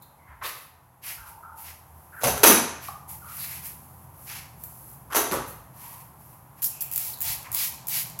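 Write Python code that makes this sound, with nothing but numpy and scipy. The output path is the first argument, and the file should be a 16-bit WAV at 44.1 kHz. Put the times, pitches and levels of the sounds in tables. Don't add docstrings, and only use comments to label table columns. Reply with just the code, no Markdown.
import sys
import numpy as np
from scipy import signal
from scipy.fft import rfft, irfft, next_fast_len
from scipy.io import wavfile
from scipy.ndimage import uniform_filter1d

SR = 44100
rng = np.random.default_rng(int(sys.argv[2]) if len(sys.argv) > 2 else 0)


def dump_mix(stems):
    frames = np.atleast_2d(stems).T
    limited = np.clip(frames, -1, 1)
    pcm = np.round(limited * 32767).astype(np.int16)
    wavfile.write(sys.argv[1], SR, pcm)


N = 361619
TIME = np.arange(N) / SR

# (frequency [Hz], time to fall 60 dB [s])
ROOM_T60 = [(60, 0.82), (250, 0.49), (500, 0.54), (1000, 0.7), (2500, 0.61), (6000, 0.56), (11000, 0.43),
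            (16000, 0.19)]
# (frequency [Hz], gain [dB])
MIC_RESPONSE = [(22, -16.5), (42, 0.5), (100, 0.5), (8800, 1), (10000, 5.5), (11000, 13), (12000, 12.5),
                (13200, 8), (15800, 2.5)]

# (time [s], rumble level [dB], tyre wash level [dB])
TRAFFIC_LEVELS = [(0, -59.5, -57.5), (.9, -63, -60.5), (2.0, -61, -55.5), (3.0, -53.5, -55.5),
                  (5.4, -50, -55), (6.5, -55.5, -56), (7.4, -53, -51.5), (8.2, -53.5, -53.5)]
# (frequency [Hz], level [dB])
RUMBLE_SPECTRUM = [(20, -52), (33, -31), (50, -14.5), (65, -2.5), (82, -4.5), (98, -5.5), (125, 4.5),
                   (165, -8.5), (230, -13), (400, -22.5), (1000, -52)]
# (frequency [Hz], level [dB])
TYRE_SPECTRUM = [(150, -6), (450, -8), (600, -4), (800, 2), (1000, 2), (1300, -6.5), (2000, -16),
                 (4000, -27.5), (8000, -24.5), (16000, -25.5)]
# (time [s], hum level [dB], drone level [dB])
ENGINE_LEVELS = [(0, -72, -72), (1.6, -57.5, -67.5), (3.6, -52, -57), (4.3, -59.5, -60), (4.8, -72, -64.5),
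                 (6.6, -72, -61), (7.3, -60, -61), (8.2, -74, -52)]

# (time [s], level [dB])
FOOTFALLS = [(.27, -49), (1.17, -47.5), (2.235, -36), (5.15, -52), (5.33, -42.5), (7.25, -47)]
# (frequency [Hz], level [dB])
FLOOR_SPECTRUM = [(28, -22), (52, -3.5), (80, -1), (120, -5), (200, -27), (500, -60.5)]
# (start [s], rise [s], hold [s], swish level [dB], scuff level [dB])
MOVES = [(0.417, 0.026, 0.043, -38, -39), (.5, 0.047, 0.1, -52, -66), (1.012, 0.045, 0.063, -37, -41),
         (1.242, 0.036, .01, -48, -55.5), (1.553, 0.033, 0.042, -43.5, -57.5),
         (1.622, 0.045, 0.021, -50, -47), (1.92, .04, .1, -63.5, -76.5), (2.085, 0.14, 0.0092, -47, -79),
         (2.802, 0.033, 0.046, -42.5, -46.5), (3.072, 0.023, 0.029, -37.5, -55.5),
         (3.193, 0.24, .015, -33, -44), (3.465, 0.048, .06, -40.5, -47.5),
         (3.612, 0.048, 0.0086, -34.5, -48), (3.757, 0.057, 0.23, -58.5, -78),
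         (4.094, 0.19, 0.012, -43.5, -59.5), (4.259, 0.041, 0.08, -52, -41.5),
         (4.544, 0.077, 0.32, -48.5, -71), (5.448, 0.036, .005, -40, -69), (5.719, 0.086, 0.14, -45, -54),
         (5.96, 0.038, 0.024, -54, -63), (6.15, 0.065, 0.13, -55.5, -69), (6.548, .04, 0.011, -55, -60.5)]
# (frequency [Hz], level [dB])
CLOTH_SPECTRUM = [(300, -28.5), (2500, -24), (5000, -10.5), (8000, -3.5), (11000, -2), (16000, -0.5)]
# (frequency [Hz], level [dB])
SCUFF_SPECTRUM = [(100, -23.5), (500, -15.5), (900, -2), (1400, -4.5), (1900, 1), (2700, -0.5), (3400, -7),
                  (5500, -4), (9000, -11.5), (16000, -16.5)]
# (start [s], end [s], level [dB], frequency [Hz], bandwidth [Hz])
SQUEAKS = [(0.013, 0.05, -62.5, 3900, 600), (0.163, 0.404, -68, 2100, 200), (0.268, 0.36, -57, 1500, 700),
           (.412, 0.475, -38, 1260, 910), (.431, 0.484, -47, 527, 260), (.436, 0.48, -38, 2820, 2400),
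           (1.023, 1.09, -55, 2540, 900), (2.122, 2.265, -45, 1480, 317), (3.385, 3.47, -49.5, 4300, 1500),
           (3.392, 3.576, -55.5, 2300, 600), (6.69, 7.023, -58.5, 2600, 380),
           (7.134, 7.145, -45.5, 4140, 650), (7.444, 7.48, -47.5, 2036, 900)]

# (time [s], level [dB], frequency [Hz])
GLUGS = [(0.42, -25.5, 1003), (1.435, -31, 1264), (2.885, -20.5, 1140), (2.889, -25, 774)]
# (start [s], end [s], level [dB], bubble frequency [Hz])
SLOSHES = [(.248, 0.408, -60, 966), (1.169, 1.292, -52, 1344), (1.175, 1.69, -54.5, 878),
           (1.426, 1.535, -51.5, 1290), (3.051, 3.171, -52, 827), (3.219, 3.322, -50, 1310),
           (5.756, 6.043, -55, 960), (7.057, 7.102, -53.5, 932), (7.23, 7.313, -48, 805),
           (7.436, 7.554, -50, 1060)]

# (time [s], clatter level [dB], thud level [dB], thud frequency [Hz], crack level [dB], rise [s])
LADDER_KNOCKS = [(2.205, -27, -54, 900, -28, 0.038), (2.234, -27.5, -21, 587, -27.5, 0.00068),
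                 (2.24, -39.5, -23, 152.3, -41, 0.0031), (2.27, -31.5, -28, 640, -26.5, 0.0035),
                 (2.365, -35, -36, 1290, -29, 0.017), (2.432, -12, -21, 400, -14, 0.0013),
                 (2.462, -19.5, -18.5, 300, -10, 0.0097), (2.497, -23, -22, 260, -22, 0.0029),
                 (5.1, -44.5, -32.5, 1150, -47, 0.016), (5.122, -41, -31.5, 1200, -44, 0.0034),
                 (5.144, -29, -20, 736, -20.5, 0.0082), (5.16, -27, -26.5, 360, -24, 0.0056),
                 (5.31, -32.5, -30.5, 344, -36, 0.0059), (5.316, -51, -35.5, 150, -55, .004),
                 (5.32, -38, -25, 1026, -42, 0.0057), (5.337, -54, -33, 485, -50, 0.0023)]
# (frequency [Hz], level [dB])
CLATTER_SPECTRUM = [(30, -47.5), (60, -24), (180, -10.5), (260, -6.5), (450, -0.5), (1000, 3), (1600, 1),
                    (3000, -4), (5500, -8), (8500, -10), (12000, -13), (16000, -25)]
# (frequency [Hz], level [dB])
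CRACK_SPECTRUM = [(2000, -32.5), (4500, -15.5), (6000, 5), (8500, -6), (11000, -4.5), (14000, -4.5),
                  (16000, -5.5)]
# (frequency [Hz], bandwidth [Hz], gain [dB])
PANEL_MODES = [(83.5, 16, 12.5), (271, 7.2, 7.5), (380, 7.9, 5), (420, 21, 12.5), (490, 8.4, -11),
               (608, 25, -6)]
# (frequency [Hz], bandwidth [Hz], gain [dB])
TUBE_MODES = [(1976, 22, -4), (3840, 54, -2.5), (6170, 130, -4.5), (6140, 260, -1.5), (10690, 140, -3),
              (14020, 220, -3)]

# (press [s], nozzle delay [s], release [s], air level [dB], mist level [dB])
SQUEEZES = [(6.62, .0005, 6.675, -29.5, -55), (6.807, 0.00077, 6.82, -33, -64),
            (6.914, .001, 7.15, -40, -44), (7.2056, 0.012, 7.37, -40, -33.5),
            (7.517, 0.013, 7.697, -36, -32), (7.87, 0.011, 8.042, -37, -32.5),
            (8.19, .001, 8.226, -38, -60)]
# (time [s], level [dB], decay [s])
PLASTIC_SNAPS = [(.021, -37.5, 0.01), (4.637, -18.5, 0.0029), (6.6425, -13.5, 0.0047), (6.9602, -3, .0013),
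                 (6.977, -9, 0.0031), (7.1728, -21, .001), (7.2198, -7, 0.0014), (7.5466, -0.5, 0.0014),
                 (7.8847, -5.5, 0.0012)]
# (frequency [Hz], level [dB])
CLICK_SPECTRUM = [(500, -18.5), (2500, -12), (4000, -16), (5500, -11.5), (7500, -3), (9500, -8),
                  (12000, -8), (15000, 1.5)]
# (frequency [Hz], level [dB])
AIR_SPECTRUM = [(500, -50), (1500, -36), (3500, -13.5), (5500, -2), (8000, -3.5), (11000, -2), (15000, 4)]
# (frequency [Hz], level [dB])
MIST_SPECTRUM = [(200, -51), (800, -6.5), (1400, -7.5), (2200, 1), (3200, -1), (5200, 1), (8500, -2),
                 (12000, -7.5), (16000, -0.5)]


def from_db(db):
    return 10 ** (np.asarray(db) / 20)


def unit_rms(x):
    return x / np.sqrt(np.mean(x ** 2) + 1e-20)


def at_hz(points, hz):
    frequencies, values = np.transpose(points)
    return np.interp(np.log(np.maximum(hz, 1)), np.log(frequencies), values)


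def colour(x, spectrum):
    size = next_fast_len(N + SR // 10)
    gain = from_db(at_hz(spectrum, np.arange(size // 2 + 1) * SR / size))
    return irfft(rfft(x, size) * gain, size)[:N]


def flicker(depth_db, samples):
    return from_db(depth_db * unit_rms(uniform_filter1d(rng.standard_normal(N), size=samples)))


def noise(spectrum, envelope=1, grain_db=0):
    grains = flicker(grain_db, samples=44)
    excitation = unit_rms(rng.standard_normal(N) * grains) * envelope
    power = np.mean(from_db(at_hz(spectrum, np.arange(SR // 2))) ** 2)
    return colour(excitation, spectrum) / np.sqrt(power)


def band_noise(hz, width):
    low = np.hypot(hz, width / 2) - width / 2
    sos = signal.butter(2, [low, low + width], "band", fs=SR, output="sos")
    return unit_rms(signal.sosfilt(sos, rng.standard_normal(2 * SR))[SR:])


def resonate(x, modes):
    out = np.zeros(N)
    for hz, width, gain_db in modes:
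        radius = np.exp(-np.pi * width / SR)
        feedback = [1, -2 * radius * np.cos(2 * np.pi * hz / SR), radius ** 2]
        out += from_db(gain_db) * (1 - radius ** 2) / 2 * signal.lfilter([1, 0, -1], feedback, x + 1e-18)
    return out


def add(track, start, sound):
    i = int(np.clip(start * SR, 0, N - 1))
    track[i:i + len(sound)] += sound[:N - i]


def impact(rise, decay):
    t = TIME[:SR]
    return (1 - np.exp(-t / rise)) * np.exp(-np.minimum(t / decay, 40))


def arch(start, end, roundness):
    length = int(np.clip((end - start) * SR, 2, SR))
    return np.abs(np.sin(np.linspace(0, np.pi, length))) ** roundness


def gesture(rise, hold, settle_s=0.048):
    t = TIME[:SR]
    return np.minimum(t / rise, 1) ** 1.6 * np.exp(-np.maximum(t - rise - hold, 0) / settle_s)


def reverberation(x, build_s=0.0011):
    t, hz = TIME[:SR], np.arange(SR // 2 + 1)
    white, tail = rfft(rng.standard_normal(SR)), np.zeros(SR)
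    onset = 1 - np.exp(-t / build_s)
    edges = np.geomspace(420, SR / 2, 61) - 400
    for low, high in zip(edges, edges[1:]):
        band = irfft(white * ((hz >= low) & (hz < high)), SR)
        band *= onset * from_db(-60 * t / at_hz(ROOM_T60, np.sqrt(low * high)))
        tail += band * np.sqrt((high - low) / (SR / 2) / np.sum(band ** 2))
    return signal.fftconvolve(x, tail)[:N]


def reflections(x, count=4, shift_s=0.014):
    out = np.zeros(N)
    for k in range(count):
        distance = np.abs((TIME / shift_s - k) % count - count / 2)
        out += reverberation(x * np.cos(np.pi / 2 * np.minimum(distance, 1)))
    return out


def traffic(hum_hz=82, drone_hz=152):
    times, rumble_db, tyre_db = np.transpose(TRAFFIC_LEVELS)
    out = from_db(np.interp(TIME, times, rumble_db) - 0.5) * noise(RUMBLE_SPECTRUM)
    out += from_db(np.interp(TIME, times, tyre_db)) * noise(TYRE_SPECTRUM)
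    times, hum_db, drone_db = np.transpose(ENGINE_LEVELS)
    for level_db, hz, width_hz in ((hum_db, hum_hz, 8), (drone_db, drone_hz, 45)):
        mode = [(hz, width_hz, 0)]
        engine = resonate(resonate(rng.standard_normal(N), mode), mode)
        out += from_db(np.interp(TIME, times, level_db)) * unit_rms(engine)
    return out


def floor():
    load = np.zeros(N)
    for start, level_db in FOOTFALLS:
        add(load, start, from_db(level_db) * impact(rise=0.015, decay=0.14))
    return noise(FLOOR_SPECTRUM, load)


def clothes_and_shoes(restless_from_s=1.2):
    swish = from_db(-62.5) * (TIME > restless_from_s)
    scuff = np.zeros(N)
    for start, rise, hold, swish_db, scuff_db in MOVES:
        shape = gesture(rise, hold)
        add(swish, start, from_db(swish_db) * shape)
        add(scuff, start, from_db(scuff_db) * shape)
    catch = flicker(1.5, samples=700)
    cloth = swish * noise(CLOTH_SPECTRUM, grain_db=1.5)
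    soles = scuff * catch * noise(SCUFF_SPECTRUM, grain_db=1.0)
    return from_db(-7.5) * cloth + from_db(-1.48) * soles


def squeaks():
    out = np.zeros(N)
    for start, end, level_db, hz, width in SQUEAKS:
        shape = arch(start, end, roundness=0.45)
        add(out, start, from_db(level_db) * shape * band_noise(hz, width)[:len(shape)])
    return out


def bubble(hz, decay_cycles=6.2, glide=0.047):
    cycles = hz * TIME[:SR // 12]
    age = cycles / decay_cycles
    phase = 2 * np.pi * cycles * (1 + glide * np.tanh(age / 2))
    return np.sin(phase) * np.exp(-age) * (1 - np.exp(-cycles))


def water(bubbles_per_s=300, spread_octaves=0.1):
    out = np.zeros(N)
    for start, level_db, hz in GLUGS:
        add(out, start, from_db(level_db - 3) * bubble(hz))
    for start, end, level_db, hz in SLOSHES:
        swarm, shape = np.zeros(2 * SR), arch(start, end, roundness=0.11)
        for delay, detune in zip(rng.random(bubbles_per_s), rng.standard_normal(bubbles_per_s)):
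            add(swarm, delay, bubble(hz * 2 ** (spread_octaves * np.clip(detune, -2, 2))))
        add(out, start, from_db(level_db - 0.5) * shape * unit_rms(swarm[:SR])[:len(shape)])
    return out


def ladder(thud_width_ratio=0.51, ring_exponent=1.21):
    rattle, strike, ringing, thuds = np.zeros((4, N))
    for start, clatter_db, thud_db, thud_hz, crack_db, rise in LADDER_KNOCKS:
        shape = impact(rise, decay=0.022)
        add(rattle, start, from_db(clatter_db) * shape)
        add(strike, start, from_db(crack_db) * shape)
        add(ringing, start, from_db(ring_exponent * crack_db) * shape)
        add(thuds, start, from_db(thud_db) * shape * band_noise(thud_hz, thud_hz * thud_width_ratio))
    clatter = noise(CLATTER_SPECTRUM, rattle, grain_db=7.5)
    panel = resonate(clatter, PANEL_MODES)
    tubes = resonate(rng.standard_normal(N) * ringing, TUBE_MODES)
    cracks = noise(CRACK_SPECTRUM, strike)
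    return from_db(2.3) * clatter + thuds + panel + from_db(-7) * cracks + from_db(11) * tubes


def tick_run(start, every_s, level_db, decay_s, count=2, jitter=0.25, spread_db=2.5):
    return [(start + every_s * (k + 1 + jitter * late), level_db + spread_db * hard, decay_s)
            for k, (late, hard) in enumerate(rng.standard_normal((count, 2)))]


def trigger(rise_s=0.00036, decay_s=0.0016):
    ticks, envelope = list(PLASTIC_SNAPS), np.zeros(N)
    for press, _, release, _, _ in SQUEEZES:
        ticks.append((press, -12, decay_s))
        ticks += tick_run(press, every_s=0.011, level_db=-11, decay_s=decay_s)
        ticks += tick_run(release, every_s=0.028, level_db=-23.5, decay_s=decay_s)
    for start, level_db, decay in ticks:
        add(envelope, start, from_db(level_db) * impact(rise_s, decay))
    return from_db(-10) * noise(CLICK_SPECTRUM, envelope)


def nozzle():
    air, mist = np.zeros((2, N))
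    for press, delay, release, air_db, mist_db in SQUEEZES:
        start = press + delay
        add(air, start, from_db(air_db) * arch(start, release, roundness=0.34))
        add(mist, start, from_db(mist_db) * arch(start, release, roundness=1.1))
    return noise(AIR_SPECTRUM, air, grain_db=-1.0) + noise(MIST_SPECTRUM, mist)


def scene():
    steel, worker = ladder(), clothes_and_shoes()
    slosh_and_squeak = water() + from_db(0.5) * squeaks()
    lever, spray = trigger(), nozzle()
    direct = from_db(1.5) * steel + worker + slosh_and_squeak + lever + from_db(1.5) * spray
    to_room = (from_db(1.5) * steel + from_db(-8) * worker + from_db(-1) * slosh_and_squeak
               + from_db(-1.5) * lever + from_db(-3.5) * spray)
    return (direct + reflections(to_room) + floor() + traffic())[None]


def record(dry, cutoff_hz=15950):
    rounded = np.tanh(colour(dry[0], MIC_RESPONSE))
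    low_pass = signal.ellip(12, 0.2, 80, cutoff_hz, fs=SR, output="sos")
    return signal.sosfilt(low_pass, rounded)[None]


dry = scene()
out = record(dry)
dump_mix(out)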